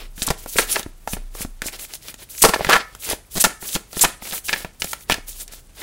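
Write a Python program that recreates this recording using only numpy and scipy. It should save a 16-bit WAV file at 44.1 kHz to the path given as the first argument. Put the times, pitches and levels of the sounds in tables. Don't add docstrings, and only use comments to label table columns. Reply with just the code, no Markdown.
import sys
import numpy as np
from scipy import signal
from scipy.fft import rfft, irfft, next_fast_len
from scipy.io import wavfile
from scipy.ndimage import uniform_filter1d

SR = 44100
rng = np.random.default_rng(int(sys.argv[2]) if len(sys.argv) > 2 else 0)


def generate_wav(signal):
    frames = np.transpose(np.atleast_2d(signal))
    scaled = np.clip(frames, -1, 1) * 32767
    pcm = np.round(scaled).astype(np.int16)
    wavfile.write(sys.argv[1], SR, pcm)


N = 256662


def undb(db):
    return 10 ** (np.asarray(db) / 20)


def unit(x):
    return x / np.sqrt(np.mean(x ** 2))


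def colour(x, shape):
    hz, db = np.transpose(shape)
    size = next_fast_len(len(x))
    bins_hz = np.maximum(np.fft.rfftfreq(size, 1 / SR), 1)
    gain = undb(np.interp(np.log(bins_hz), np.log(hz), db))
    return irfft(rfft(x, size) * gain, size)[:len(x)]


def ring(x, hz, width_hz):
    return signal.lfilter(*signal.iirpeak(hz, hz / width_hz, SR), x)


def grit(count, spread_db):
    noise = rng.standard_normal(count)
    return unit(noise * undb(spread_db * np.minimum(rng.exponential(size=count), 6.5)))


def walk(rate_hz):
    hold = int(SR / rate_hz)
    steps = np.repeat(rng.standard_normal(N // hold + 1), hold)
    return unit(uniform_filter1d(uniform_filter1d(steps, hold), hold)[:N])


def add(out, start_s, x):
    i = int(start_s * SR)
    out[i:i + len(x)] += x[:N - i]


def background():
    # freq_hz, density_db
    spectrum = [(24, -20), (40, 9), (319, -13), (5500, -31), (8240, -26), (13300, -38), (15800, -44)]
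    return undb(-51) * unit(colour(rng.standard_normal(N), spectrum))


def room(x, t60_s=0.3, level_db=-17):
    # freq_hz, density_db
    spectrum = [(59, -35), (100, -6.5), (2000, -4.5), (3110, -11), (9460, -3), (13000, -10.5),
                (15000, -14.5)]
    t = np.arange(SR // 2) / SR
    envelope = (1 - np.exp(-t / 0.0005)) * undb(-60 * t / t60_s)
    tail = colour(rng.standard_normal(len(t)), spectrum) * envelope
    return undb(level_db) * signal.fftconvolve(x, tail / np.sqrt(np.sum(tail ** 2)))[:N]


def table_wobble(mode_hz=29.5, rise_s=.02, floor_db=-60):
    # start_s, level_db, t60_s (short while the wrists rest on it)
    nudges = [(0, -32, 1.2), (.33, -37, 1.2), (.56, -30, .9), (.83, -36, 1.2), (1.1, -30, 1.5),
              (1.17, -27, 1.1), (1.45, -34, 1.3), (2.42, -29, .35), (3.1, -36, .3), (3.36, -40, .5),
              (4.02, -37, .5), (4.5, -44, 1.6), (5.15, -36, 1.3), (5.33, -39, 1.2)]
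    t = np.arange(N) / SR
    power = np.full(N, undb(floor_db) ** 2)
    for start_s, level_db, t60_s in nudges:
        add(power, start_s, ((1 - np.exp(-t / rise_s)) * undb(level_db - 60 * t / t60_s)) ** 2)
    throb_db = 1.3 * walk(8)
    hz = mode_hz * (1 + 0.022 * walk(15))
    return np.sqrt(2 * power) * undb(throb_db) * np.sin(2 * np.pi * np.cumsum(hz) / SR)


def slide_envelopes(cards, rest_db=-57):
    # start_s, length_s, end_db, swell_db, scrape_db
    pulls = [(0, 0.066, -56.5, -13, 12), (0.163, 0.075, -26.5, 15.5, -6.5), (0.377, 0.064, -39, 1.5, -5),
             (0.48, 0.13, -20, 12.5, -11.5), (0.622, 0.026, -30.5, -6.5, 0),
             (0.676, 0.029, -19.5, 13.5, -1.5), (0.744, 0.059, -34, -5.5, 1.5),
             (1.078, 0.058, -22, 15.5, -23), (1.346, 0.08, -23.5, 17.5, -5), (1.628, 0.047, -24, 19, -3),
             (1.731, 0.032, -40.5, -2, 8.5), (1.794, 0.053, -31, 0, -8), (1.875, 0.078, -32.5, 14.5, -0.5),
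             (2.025, 0.076, -34.5, 11, 1.5), (2.19, 0.048, -40, 0, 0), (2.301, 0.074, -34, 1.5, -8),
             (2.381, 0.067, -25, 3, -18), (2.492, 0.23, -37.5, 0, 7), (2.683, 0.039, -28, 12, 8),
             (2.91, 0.028, -47, 11, 4), (3.002, 0.044, -25, 12.5, -9), (3.056, 0.068, -23, 7.5, 1.5),
             (3.318, 0.1, -21.5, 14, -5.5), (3.614, 0.079, -29, 7, -7), (3.68, 0.069, -22, 6, -11),
             (3.91, 0.0866, -19.5, 24.5, -7), (4.223, 0.035, -30, 5.5, -5.5), (4.273, 0.11, -28.5, 0, -5.5),
             (4.447, 0.085, -27, 6.5, -8.5), (4.544, 0.088, -36, -4, 2.5), (4.823, 0.093, -31, 1, -4.5),
             (4.99, 0.037, -38, 7, -9.5), (5.093, 0.011, -31, 5, 3.5), (5.283, 0.069, -41, -11, -7.5),
             (5.358, 0.063, -31.5, 9, -3.5), (5.523, 0.072, -45, -7.5, -2), (5.755, 0.071, -31.5, 14, 1.5)]
    grip_db_per_s, release_db_per_s = 1202, 705.5
    settle_db_per_s, sheen_extra_db_per_s = 246, 195
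    t = np.arange(SR // 2) / SR
    sheen, body, scrape = np.full((3, N), undb(rest_db) ** 2)
    for start_s, length_s, end_db, swell_db, scrape_db in pulls:
        begin_s = max(start_s - .1, 0)
        since_s = t + begin_s - start_s
        remaining = 1 - np.clip(since_s / length_s, 0, 1)
        grip_db = grip_db_per_s * np.maximum(-since_s, 0)
        release_db = release_db_per_s * np.maximum(since_s - length_s, 0)
        power = undb(end_db - swell_db * remaining ** 0.9 - grip_db - release_db) ** 2
        add(sheen, begin_s, power)
        add(body, begin_s, power * undb(1.5 + 0.46 * scrape_db) ** 2)
        add(scrape, begin_s, power * undb(scrape_db) ** 2)
    for start_s, level_db, _, treble_db, *_ in cards:
        power = undb(level_db - settle_db_per_s * t) ** 2
        sheen_db = -23.5 + 0.44 * treble_db - sheen_extra_db_per_s * t
        add(sheen, start_s, power * undb(sheen_db) ** 2)
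        add(body, start_s, power * undb(-28.5) ** 2)
        add(scrape, start_s, power * undb(-22) ** 2)
    return np.sqrt([sheen, body, scrape])


def varnish_hiss(flicker_db=2.2, split_hz=6060):
    # freq_hz, density_db
    spectrum = [(1760, -34), (3000, -5), (4710, -4), (11300, -0.5), (13900, -5), (15800, -1)]
    edges_hz = (4500, 7000, 9500, 12000)
    steady = unit(colour(grit(N, 1.8), spectrum))
    lowpassed = [signal.sosfilt(signal.butter(2, hz, fs=SR, output="sos"), steady) for hz in edges_hz]
    bands = np.diff([np.zeros(N), *lowpassed, steady], axis=0)
    hiss = sum(band * undb(flicker_db * walk(70)) for band in bands)
    hiss *= undb(1.48 * walk(90) - 1.5)
    body = colour(hiss, [(split_hz / 1.1, 0), (split_hz, -30)])
    return hiss - body, body


def bending_scrape(top_hz=4770):
    rub = colour(grit(N, 2.9), [(top_hz, 0), (2 * top_hz, -15)])
    scrape = unit(ring(rub, 2050, 2500)) + undb(-2.5) * unit(ring(rub, 460, 480))
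    return undb(3.5 * walk(60) - 10.5) * scrape


def edge_catches(band_rate_per_s=25):
    ticks = (rng.random((4, N)) < band_rate_per_s / SR) * rng.standard_normal((4, N))
    bands_hz = (2300, 3700, 6000, 9500)
    return sum(np.sqrt(SR / hz) * ring(train, hz, hz / 4) for train, hz in zip(ticks, bands_hz))


def slide(cards):
    sheen_gain, body_gain, scrape_gain = slide_envelopes(cards)
    sheen, body = varnish_hiss()
    scrape = bending_scrape()
    return sheen_gain * (sheen + undb(15) * edge_catches()) + body_gain * body + scrape_gain * scrape


def zips(whistle_width_hz=1800):
    # start_s, length_ms, level_db, first_hz, last_hz, peak_fraction
    releases = [(0.221, 19, -17, 8500, 7380, 0.45), (0.266, 13.6, -12.5, 11000, 7000, .2),
                (0.565, 50, -13, 8000, 9460, 0.42), (0.712, 38, -12, 10360, 8930, 0.24),
                (1.113, 33, -27, 10100, 10300, .5), (1.404, 29, -29, 8700, 8930, 0.73),
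                (1.662, 14, -22, 7220, 7900, .5), (2.417, 18, 2, 7500, 9600, .55),
                (3.097, 9.9, -13.5, 9500, 12000, 0.54), (3.399, 32, -7, 7000, 12980, 0.37),
                (3.74, 16, -15.5, 6510, 6955, .5), (4.009, 30.7, -2.5, 6802, 11460, 0.39),
                (4.798, 18, -25, 9900, 9000, 0.33), (5.397, 28.5, -25.5, 8000, 8390, 0.43)]
    out = np.zeros(N)
    for start_s, length_ms, level_db, first_hz, last_hz, peak_fraction in releases:
        count = int(length_ms * SR / 1000)
        progress = np.linspace(0, 1, count)
        skew = np.log(.5) / np.log(np.clip(peak_fraction, .05, .95))
        swell = np.sin(np.pi * progress ** skew) ** 0.76
        centre_hz = np.sqrt(first_hz * last_hz)
        width_hz = 1.44 * centre_hz
        hiss = unit(ring(ring(grit(count, 2), centre_hz, width_hz), centre_hz, width_hz))
        drift = uniform_filter1d(rng.standard_normal((2, count)), int(SR / whistle_width_hz))
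        phase = 2 * np.pi * np.cumsum(first_hz * (last_hz / first_hz) ** progress) / SR
        whistle = unit(drift[0] * np.cos(phase) + drift[1] * np.sin(phase))
        jerk_db = 1.6 * unit(uniform_filter1d(rng.standard_normal(count), SR // 500))
        add(out, start_s, undb(level_db + jerk_db) / 2 * swell * unit(hiss + whistle))
    return out


def landings(gap_ms=5.5, scatter_db=1.5):
    # start_s, level_db, pitch_hz, treble_db, thud_db
    taps = [(0.179, -26.5, 1980, -2, -9.5), (0.22, -5.5, 3670, -21, -20.5), (.46, -21.5, 550, -4, -11),
            (.558, -16.5, 414, -13, -10.5), (0.795, -24, 660, 14, -9), (0.83, -21, 3250, -5, -24),
            (.863, -30, 405, -32.5, 6), (1.075, -12.5, 860, -5, -21.5), (1.134, -12.5, 2540, -6, -9),
            (1.168, -22.5, 400, -22, -7), (1.351, -28, 627, 4.5, -16), (1.407, -26.5, 596, -13, -3),
            (1.449, -22, 424, -26, -1.5), (1.619, -12, 1490, 1, -18), (1.659, -25, 380, 4, -6.5),
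            (1.937, -20, 4300, 3.5, -46), (2.084, -18, 3146, -17, -38), (2.142, -30, 1320, 9, -14),
            (2.594, -14, 418, -20, -17), (2.56, -11.5, 520, -25, -23), (2.608, -8, 600, -29, -19),
            (2.647, -5.5, 1690, -8, -25), (2.668, -14.5, 1700, -24, -10), (2.95, -26.5, 1300, 3.5, -18),
            (3.09, -20.5, 430, 10, -12), (3.112, -15, 1010, 0, -68), (3.131, -12, 457, -17, -14.5),
            (3.626, -23, 430, -10.5, -11.5), (3.93, -29.5, 784, 11.5, -15), (3.968, -20, 571.6, -9, -7),
            (4.046, -2, 3850, -4, -30), (4.223, -24.5, 534, -14, -9.5), (4.561, -16.5, 1590, -22, -27),
            (4.647, -15.5, 925, -8, -14), (4.82, -5, 2810, -29, -31), (4.844, -20, 579, 12, -10.5),
            (4.9321, -14.5, 1360, 5.5, -41), (5.098, -4, 1140, -1, -19), (5.142, -11.5, 2720, 0, -27),
            (5.183, -33, 400, -20, 0.5), (5.479, -24, 6150, -13, -38), (5.535, -34, 910, 10.5, -15)]
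    # start_s, length_ms, first_db, last_db, first_hz, last_hz, treble_db, thud_db
    packets = [(.278, 7.9, -14.5, -10, 910, 3430, -6, -13), (0.3032, 3.5, -9, -16, 620, 4800, -2.5, -10),
               (.585, 7.3, 3.5, -11, 1710, 400, -6, -28), (.758, 8.4, -11, -13.5, 2340, 605, -24, -31),
               (2.438, 14, 1, 3.5, 803, 520, 1, -19), (2.484, 8.6, -19.5, -9.5, 1396, 800, 2.5, -12),
               (2.536, 5.3, -5.5, -2.5, 880.6, 2380, -17, -42),
               (2.69, 5.5, -7.5, -2.5, 700, 1270, -6.5, -45.5),
               (2.703, 24.6, -5, -1.5, 1090, 1680, -10, -37), (2.731, 16, 5.5, -7, 1600, 1050, -13, -55.5),
               (2.754, 10, -3.5, -6, 1020, 1110, -12.5, -25), (3.354, 26, -27.5, -22, 476.2, 770, 10, -4.5),
               (3.44, 9.9, -1.5, -0.5, 900, 2160, 3.5, -26), (3.455, 11.5, -15.5, -17, 780, 670, -5, -10),
               (3.752, 10.4, -12.5, -15.5, 3150, 434, -1.5, -13),
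               (4.037, 12.07, -6, -2.5, 710, 1490, -2.5, -20), (4.323, 12.2, -20, -22, 3560, 690, -2, -19),
               (4.483, 8.5, -16, -5, 4200, 1960, -34, -37), (4.529, 6.7, -5, -7.5, 2370, 1740, -31, -26),
               (5.107, 13.25, -8.5, -3.5, 2380, 2690, -8, -20)]
    cards = [(*tap, False) for tap in taps]
    draws = rng.standard_normal((len(packets), 2, 8))
    for packet, (lag, size) in zip(packets, draws):
        start_s, length_ms, first_db, last_db, first_hz, last_hz, treble_db, thud_db = packet
        count = max(2, 1 + round(length_ms / gap_ms))
        for k, progress in enumerate(np.linspace(0, 1, count)):
            jitter_s = .004 * progress * (1 - progress) * lag[k]
            land_s = start_s + progress * length_ms / 1000 + jitter_s
            level_db = first_db + (last_db - first_db) * progress + scatter_db * size[k]
            pitch_hz = first_hz * (last_hz / first_hz) ** progress
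            cards.append((land_s, level_db, pitch_hz, treble_db, thud_db, True))
    return cards


def deck_ring(flick):
    # freq_hz, width_hz, gain_db
    modes = [(414, 130, 2), (627, 284, 4.5), (910, 86, -2), (1358, 47, 4), (1717, 87, 4.5)]
    spots = undb(3 * rng.standard_normal(len(modes)))
    return sum(spot * undb(gain_db) * ring(flick, hz, width_hz)
               for spot, (hz, width_hz, gain_db) in zip(spots, modes))


def table_ring(flick, pitch_hz, drive_db):
    # freq_hz, gain_db, t60_s
    modes = [(770, -10, 0.2), (1001, 0, 0.05), (1270, -6, 0.52), (1400, -9.5, 0.18), (1765, -5, 0.41),
             (2207, 0.5, 0.33)]
    spots = undb(drive_db + 2 * rng.standard_normal(len(modes)))
    detunes = 1 + .012 * rng.standard_normal(len(modes))
    blow = ring(ring(signal.unit_impulse(len(flick)), pitch_hz, pitch_hz / 2), pitch_hz, pitch_hz)
    blow *= np.std(flick) / np.std(blow)
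    return sum(spot * undb(gain_db) * ring(blow, hz * detune, 1.9 / t60_s)
               for spot, detune, (hz, gain_db, t60_s) in zip(spots, detunes, modes))


def air_thud(t):
    hz = 210 * np.exp(0.2 * rng.standard_normal())
    cycles = hz * t
    return -(np.sin(2 * np.pi * cycles) + np.sin(.6 * np.pi * cycles)) * np.exp(-cycles / 0.87)


def slaps(cards, snap_db=16):
    lone_card_s, packet_card_s = 0.0038, 0.0056
    out, t = np.zeros(N), np.arange(8192) / SR
    for start_s, level_db, pitch_hz, treble_db, thud_db, in_packet in cards:
        contact_s = packet_card_s if in_packet else lone_card_s
        envelope = (1 - np.exp(-t / 0.00018)) * (np.exp(-t / contact_s) + 1.08 * np.exp(-t / 0.00081))
        snap = (t == 0) * (0 if in_packet else undb(snap_db))
        rattle = envelope * grit(len(t), 2.82)
        flick = ring(rattle - snap, pitch_hz, 2.07 * pitch_hz)
        tone = (1.5 if in_packet else 1) * ring(flick, pitch_hz, max(pitch_hz / 5, 260))
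        card = ring(flick, pitch_hz, 1.6 * pitch_hz) + tone
        drive_db = .35 * level_db + (6 if in_packet else -1)
        knock = card + deck_ring(flick) + table_ring(flick, pitch_hz, drive_db)
        crack = envelope * ring(grit(len(t), 1.6), 4900, 7900) - ring(snap, 4900, 11000)
        parts = ((0, knock), (treble_db, crack), (thud_db + 6.5, air_thud(t)))
        slap = sum(undb(peak_db) * part / np.abs(part).max() for peak_db, part in parts)
        add(out, start_s, undb(level_db) * slap)
    return out


def scene():
    cards = landings()
    shuffle = slide(cards) + zips() + slaps(cards)
    return (background() + room(shuffle) + table_wobble() + shuffle)[None]


def record(dry, ceiling=.66, top_hz=15700):
    clipped = dry / (1 + np.abs(dry / ceiling) ** 4) ** (1 / 4)
    return signal.sosfilt(signal.ellip(10, .2, 80, top_hz, fs=SR, output="sos"), clipped)


dry = scene()
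out = record(dry)
generate_wav(out)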